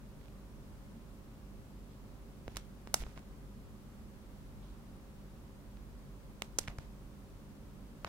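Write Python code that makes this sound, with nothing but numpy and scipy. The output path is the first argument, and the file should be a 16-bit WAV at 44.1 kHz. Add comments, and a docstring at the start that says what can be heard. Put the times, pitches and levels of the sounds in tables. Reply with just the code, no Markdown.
"""A mains motor hums throughout a small room while a large grasshopper climbs a curtain close by.
First come light taps and the scrape of a claw over the weave. From 2.5 s it kicks and jumps: spines snap
free of threads, each impulse rings the taut cloth, and the curtain flaps and rustles. A lull with one
faint scrape and one step follows, then a second flurry from 6.4 s and a last sharp footfall at 8 s.
The room answers each contact with a short reverberation."""
import sys
import numpy as np
from scipy import signal
from scipy.fft import rfft, irfft, next_fast_len
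from scipy.io import wavfile
from scipy.ndimage import map_coordinates

SR = 44100
rng = np.random.default_rng(int(sys.argv[2]) if len(sys.argv) > 2 else 0)


def int16_out(signal):
    """Quantize to a 16-bit WAV file."""
    q = np.round(np.clip(np.atleast_2d(signal).T, -1, 1) * 32767)
    wavfile.write(sys.argv[1], SR, q.astype(np.int16))


N = 356328
TIME = np.arange(N) / SR


def contact(knock_hz, knock_db, tick_db, treble_db, ring_hz, ring_db, ring_width, scratch_t60_s):
    """Source and filter: an impulse and a brief scratch of spines excite the cloth's damped resonance."""
    size, scratch_db, rise_s = 1024, -6, 0.0017
    t = np.arange(size) / SR
    highpass = signal.butter(1, 1400, "high", fs=SR, output="sos")
    common, per_side = rng.standard_normal(size), rng.standard_normal((2, size))
    envelope = amp(-60 * t / scratch_t60_s) * (1 - np.exp(-t / rise_s))
    scratch = signal.sosfilt(highpass, (common + 0.92 * per_side) * envelope)
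    force = amp(scratch_db) * scratch / np.linalg.norm(scratch[0])
    force[:, 0] += 1  # the impulse
    colour = [(60, knock_db - 14), (knock_hz * 0.46, knock_db - 4), (knock_hz * 1.1, knock_db),
              (knock_hz * 1.02, knock_db), (2500, tick_db), (8500, treble_db), (15500, treble_db - 12)]
    cloth = minimum_phase(lambda hz: along(colour, hz) + ring_db * bell(hz, ring_hz, ring_width * ring_hz))
    return signal.fftconvolve(force / np.linalg.norm(force[0]), cloth[None], axes=1)


# A foot lands on the cloth. Each row: start in seconds, level at 2.5 kHz in dB, knock and treble in dB
# over that level, ring frequency in Hz, full ring strength in dB, push of air in dB.
FOOTFALLS = [(0.213, -37, 14, -16, 2200, 3, -55), (0.258, -39, 0, -12, 3500, 9, -65),
             (0.2833, -38, -4, -16, 2700, 10, -65), (2.48, -17.5, 17.5, -19, 220, 6.4, -37.5),
             (2.5497, -34, 2, -14, 2200, 9, -60), (2.5601, -28, 17, -4, 4400, 6.4, -43),
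             (2.8736, -19.5, 13.5, -18, 200, 10, -41), (2.9430, -12.5, 7, -28, 1500, 7.8, -40),
             (3.0221, -24, 14, -14, 343, 9.8, -42), (3.0372, -22.5, 9, -22, 3260, 7.5, -44),
             (3.066, -29.5, 16, -18, 1090, 9, -48), (3.1765, -19.5, 8, -22, 950, 5.5, -43),
             (3.184, -31, 8, -16, 1400, 3, -55), (3.1925, -34, 4, -8, 5000, 4, -60),
             (5.771, -37, 0, -14, 3400, 8, -65), (6.6396, -28, -1, -16, 2100, 8, -53),
             (6.6773, -18, 2, -15, 2100, 12, -56), (6.682, -11.5, 3, -17.5, 1890, 8.3, -32.5),
             (6.786, -21, 12, -12, 1200, 7.8, -34.5), (8.047, -8, 6.5, -19, 1110, 7.7, -38.5)]

def footfalls(ring_share):
    """Impact on a membrane: slack cloth gives a deep knock, taut cloth a higher ring."""
    out = np.zeros((2, N))
    for start, db, knock_db, treble_db, ring_hz, ring_db, _ in FOOTFALLS:
        tap = contact(knock_hz=444, knock_db=db + knock_db, tick_db=db, treble_db=db + treble_db,
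                      ring_hz=ring_hz, ring_db=ring_share * ring_db, ring_width=0.71, scratch_t60_s=0.0068)
        add(out, start, tap)
    return out


# A leg spine tears free of a thread. Each row: start in seconds, level at 2.5 kHz in dB, knock frequency
# in Hz, knock and treble in dB over that level, ring frequency in Hz, full ring strength in dB,
# ring width as a share of its frequency, scratch T60 in seconds.
SPINE_SNAPS = [(2.5695, -10, 400, 1.8, -2.5, 1400, 4, 0.45, 0.0086),
               (2.9416, -8, 700, 8.6, 9.5, 7000, -6, 0.51, 0.004),
               (2.9430, -6, 790, 13.3, 7, 4900, 7.5, 0.6, 0.0088),
               (6.4212, -13.5, 550, 11.5, -2, 2970, 14.5, .65, 0.0059),
               (6.5859, -17.5, 480, 10, 6, 6700, 13.5, 0.45, .004),
               (6.5880, -10.5, 483, 14.7, 5.5, 6850, 9.5, 0.63, 0.0048),
               (6.5918, -15.5, 480, 3.9, 5, 5400, 5, 0.76, 0.008)]

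def spine_snaps(ring_share):
    """Sudden release of tension: the kicking hind legs tug the cloth and let go with a bright click."""
    out = np.zeros((2, N))
    for start, db, knock_hz, knock_db, treble_db, ring_hz, ring_db, ring_width, t60_s in SPINE_SNAPS:
        snap = contact(knock_hz, db + knock_db, db, db + treble_db,
                       ring_hz, ring_share * ring_db, ring_width, t60_s)
        add(out, start, snap)
    return out


# The whole curtain swings after a kick. Each row: start in seconds, level in dB.
CURTAIN_SWINGS = [(2.470, -47), (2.571, -42), (3.003, -35), (3.025, -34), (3.061, -40.5), (6.613, -41),
                  (6.699, -43), (6.782, -48)]

def flaps(foot_hz=112, curtain_hz=44.3, damping=1.67):
    """Damped oscillation: the cloth pushes air out and back, quickly under a foot, slowly as a whole."""
    out, t = np.zeros(N), np.arange(SR // 5) / SR
    swing = lambda hz: np.sin(2 * np.pi * hz * t) * np.exp(-damping * (hz * t) ** 2)
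    for start, *_, push_db in FOOTFALLS:
        add(out, start, amp(push_db) * swing(foot_hz))
    for start, db in CURTAIN_SWINGS:
        add(out, start, amp(db) * swing(curtain_hz))
    return out


# The spectrum of rubbing fibres. Each row: frequency in Hz, relative level in dB.
FIBRE_SPECTRUM = [(150, -2), (500, -2.5), (1200, 2.5), (2500, 2.5), (5000, 0), (10000, -7), (15000, -11)]
# Wings and body brush the cloth. Each row: start and length in seconds, level in dB,
# treble tilt in dB per octave.
BODY_BRUSHES = [(2.495, 0.055, -66, -3), (2.554, 0.05, -57.5, -5), (2.559, 0.0028, -49, -4),
                (2.5715, 0.0065, -45, 0), (2.954, 0.082, -56, 3.5), (3.002, 0.036, -53.5, -3),
                (3.045, 0.1, -64, -3), (3.157, 0.043, -59.5, -7), (6.422, 0.054, -66, -1),
                (6.6, 0.067, -60.5, 1.5), (6.672, 0.04, -57, -3.5), (6.695, 0.045, -55.5, -11),
                (6.784, 0.0036, -48.5, -3), (6.787, 0.095, -65, -5), (8.065, .02, -47, -9.5)]

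def brushes(grain_db=2.5, grains_per_s=1100):
    """Stick-slip friction: fibres catch and let go, making a grainy rustle."""
    out = np.zeros((2, N))
    for start, length, db, tilt_db in BODY_BRUSHES:
        fibres = diffuse(lambda hz: amp(along(FIBRE_SPECTRUM, hz) + tilt_db * np.log2(1 + hz / 1000)))
        grain = amp(grain_db * wobble(grains_per_s))
        out += amp(db) * stroke(start, length) * unit_rms(fibres * grain)
    return out


# A claw drags over the weave. Each row: start and length in seconds, level in dB, band centre in Hz.
CLAW_SCRAPES = [(0.205, 0.085, -75, 3600), (1.892, 0.098, -75, 4000), (4.61, 0.16, -73, 3400)]

def scrapes(grain_db=4.5, threads_per_s=350, relative_width=0.55):
    """Friction on a rough surface: thread after thread modulates a band of treble noise."""
    out = np.zeros((2, N))
    for start, length, db, centre_hz in CLAW_SCRAPES:
        claw = diffuse(lambda hz: bell(hz, centre_hz, relative_width * centre_hz))
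        grain = amp(grain_db * wobble(threads_per_s))
        out += amp(db) * stroke(start, length) * unit_rms(claw * grain)
    return out


def grasshopper(ring_share):
    """Superposition of impacts and friction; ring_share scales the decibels of the cloth's ring."""
    return footfalls(ring_share) + spine_snaps(ring_share) + brushes() + scrapes()


# Resonances of the microphone ports. Each row: centre and width in Hz, gain in dB.
PORT_RESONANCES = [(4500, 410, -2), (5330, 450, 0.5), (6500, 710, 2.5), (8400, 770, -2), (10200, 410, 2),
                   (10900, 900, 5.5)]
# The balance of close sounds. Each row: frequency in Hz, left minus right in dB.
NEAR_BALANCE = [(300, 3), (1300, 0), (2800, -6), (5500, -9.5), (8000, -9), (10500, 5), (14000, -4.5)]
# The phase of close sounds. Each row: frequency in Hz, lead of the left port in radians.
NEAR_PHASE_LEAD = [(0, 2), (2070, -0.6), (2580, 2.5), (4740, 1.04), (8010, 4), (9910, 4), (16600, -0.5)]

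def near_field(x, gain_db=-1.0):
    """Near-field pickup: a close source rings the ports and reaches each in its own colour and phase."""
    ring_db = lambda hz: sum(db * bell(hz, centre, width) for centre, width, db in PORT_RESONANCES)
    ports = [minimum_phase(lambda hz: ring_db(hz) + side * along(NEAR_BALANCE, hz)) for side in (.5, -.5)]
    coloured = amp(gain_db) * signal.fftconvolve(x, np.array(ports), axes=1)[:, :N]
    return filtered(coloured, lambda hz: np.exp(1j * np.outer([.5, -.5], along(NEAR_PHASE_LEAD, hz))))


# The room's reverberation time. Each row: frequency in Hz, T60 in seconds.
ROOM_T60 = [(200, 0.14), (1500, 0.3), (5000, 0.28), (12000, 0.13)]

def room(x, wall_s=0.025, wall_db=5, rise_s=0.00048):
    """Reverberation: a diffuse tail decays exponentially, swelling where the far wall's echo returns."""
    hz, t, noise = signal.stft(rng.standard_normal((2, SR // 2)), SR, nperseg=256)
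    echo_db = wall_db * np.exp(-((t - wall_s) / 0.0021) ** 2)
    decay_db = -60 * t / along(ROOM_T60, hz)[:, None]
    tail = signal.istft(noise * amp(echo_db + decay_db), SR, nperseg=256)[1]
    tail *= 1 - np.exp(-np.arange(tail.shape[1]) / SR / rise_s)
    return signal.fftconvolve(x.mean(0)[None], tail / np.linalg.norm(tail[0]), axes=1)[:, :N]


# Shaft orders and mains harmonics. Each row: frequency in Hz, rms level in dB.
MOTOR_PARTIALS = [(48.9, -57), (99.8, -65), (146.9, -65), (196.2, -67.5), (199.7, -64), (392, -72.5),
                  (441, -85), (490, -98), (539, -74), (588, -78.5), (637, -87)]

def motor(waver_db=0.75, drift_radians=0.26):
    """Periodic forcing: shaft and mains give spectral lines, slightly unsteady in level and phase."""
    out = np.zeros(N)
    for hz, db in MOTOR_PARTIALS:
        peak = np.sqrt(2) * amp(db + waver_db * wobble(2.956))
        phase = 2 * np.pi * (hz * TIME + rng.random()) + drift_radians * wobble(1.94)
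        out += peak * np.sin(phase)
    return out


# The room's hush. Each row: frequency in Hz, relative spectral density in dB.
HUSH_SPECTRUM = [(12, -41), (20, -3.5), (42, -5.5), (75, -7), (140, -9.5), (171, -10.5), (210, -7),
                 (260, -10), (420, -16), (700, -22), (1100, -22.5), (1800, -29.5), (3500, -34),
                 (7000, -37.5), (15000, -40)]
# Room modes kept sounding by the motor. Each row: centre and width in Hz, rms level in dB.
ROOM_MODES = [(44.4, 13.5, -60), (62.7, 9.4, -63.5), (130.3, 38, -64), (224.6, 28, -64.5), (282.4, 39, -69)]
# The balance of the background. Each row: frequency in Hz, left minus right in dB.
BACKGROUND_BALANCE = [(60, -2), (180, -1.5), (550, 1.5), (1650, -1), (4970, 0), (15000, 1)]

def background(hush_db=-56, swell_db=0.1):
    """Standing waves drone as narrow bands of noise beside the motor's hum and a broadband hush."""
    hush = amp(hush_db + swell_db * wobble(5.04)) * diffuse(lambda hz: amp(along(HUSH_SPECTRUM, hz)))
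    modes = sum(amp(db) * diffuse(lambda hz: bell(hz, centre, width)) for centre, width, db in ROOM_MODES)
    balance = lambda hz: amp(np.outer([.5, -.5], along(BACKGROUND_BALANCE, hz)))
    return filtered(hush + modes + motor(), balance)


# The likeness of left and right. Each row: frequency in Hz, correlation from -1 to 1.
COHERENCE = [(60, 0.44), (150, 0.92), (380, 0.64), (950, 0.44), (2380, -0.16), (5980, 0.036),
             (15000, -0.014)]

def diffuse(gain):
    """A diffuse field: stereo noise of rms 1, shaped by gain(hz) and most coherent in the bass."""
    angle = lambda hz: np.arccos(np.clip(along(COHERENCE, hz), -1, 1)) / 2
    noise = rng.standard_normal((2, N))
    mid, side = filtered(noise, lambda hz: gain(hz) * [np.cos(angle(hz)), np.sin(angle(hz))])
    return unit_rms(np.array([mid + side, mid - side]))


def stroke(start, length):
    """The amplitude envelope of a rub: a fast swell and a slower fade."""
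    progress = np.clip((TIME - start) / length, 0, 1)
    return np.abs(np.sin(np.pi * np.sqrt(progress))) ** .5


def wobble(knots_per_s):
    """Random modulation: a smooth curve through Gaussian knots."""
    knots = rng.standard_normal(int(N * knots_per_s / SR) + 4)
    return map_coordinates(knots, [TIME * knots_per_s])


def bell(hz, centre, width):
    """A Lorentzian resonance curve of height 1."""
    return 1 / (1 + (2 * (hz - centre) / width) ** 2)


def minimum_phase(curve_db, size=2048):
    """Causality: folding the cepstrum turns a dB curve into a minimum-phase impulse response."""
    cepstrum = irfft(np.log(amp(curve_db(np.fft.rfftfreq(size, 1 / SR)))))
    cepstrum[1:size // 2] *= 2
    cepstrum[size // 2 + 1:] = 0
    return irfft(np.exp(rfft(cepstrum)))


def filtered(x, response):
    """Linear filtering: the spectrum of x times response(hz)."""
    size = next_fast_len(N + SR // 2)
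    return irfft(rfft(x, size) * response(np.fft.rfftfreq(size, 1 / SR)), size)[..., :N]


def along(points, hz):
    """Interpolation of (Hz, value) points on a logarithmic frequency axis."""
    frequencies, values = np.transpose(points)
    return np.interp(np.log(hz + 1), np.log(frequencies + 1), values)


def amp(db):
    """The amplitude ratio of a level in decibels."""
    return 10 ** (np.asarray(db) / 20)


def unit_rms(x):
    """Normalisation to rms 1."""
    return x / np.sqrt(np.mean(x ** 2) + 1e-20)


def add(track, start, sound):
    """Superposition of a sound on a track, from start in seconds."""
    remaining = track[..., round(start * SR):][..., :sound.shape[-1]]
    remaining += sound[..., :remaining.shape[-1]]


def scene():
    """Direct sound, reverberation and background add; little of the cloth's ring reaches the room."""
    direct = near_field(grasshopper(ring_share=0.96))
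    air_pushes = flaps() * amp([[-1], [1]])  # a little to the right
    reverberation = amp(-15.0) * room(grasshopper(ring_share=0.12))
    return direct + air_pushes + reverberation + background()


def record(dry, cutoff_hz=15850, transition_hz=200):
    """Band limiting: a steep low-pass removes the highest treble."""
    return filtered(dry, lambda hz: np.clip((cutoff_hz - hz) / transition_hz + .5, 0, 1))


dry = scene()
out = record(dry)
int16_out(out)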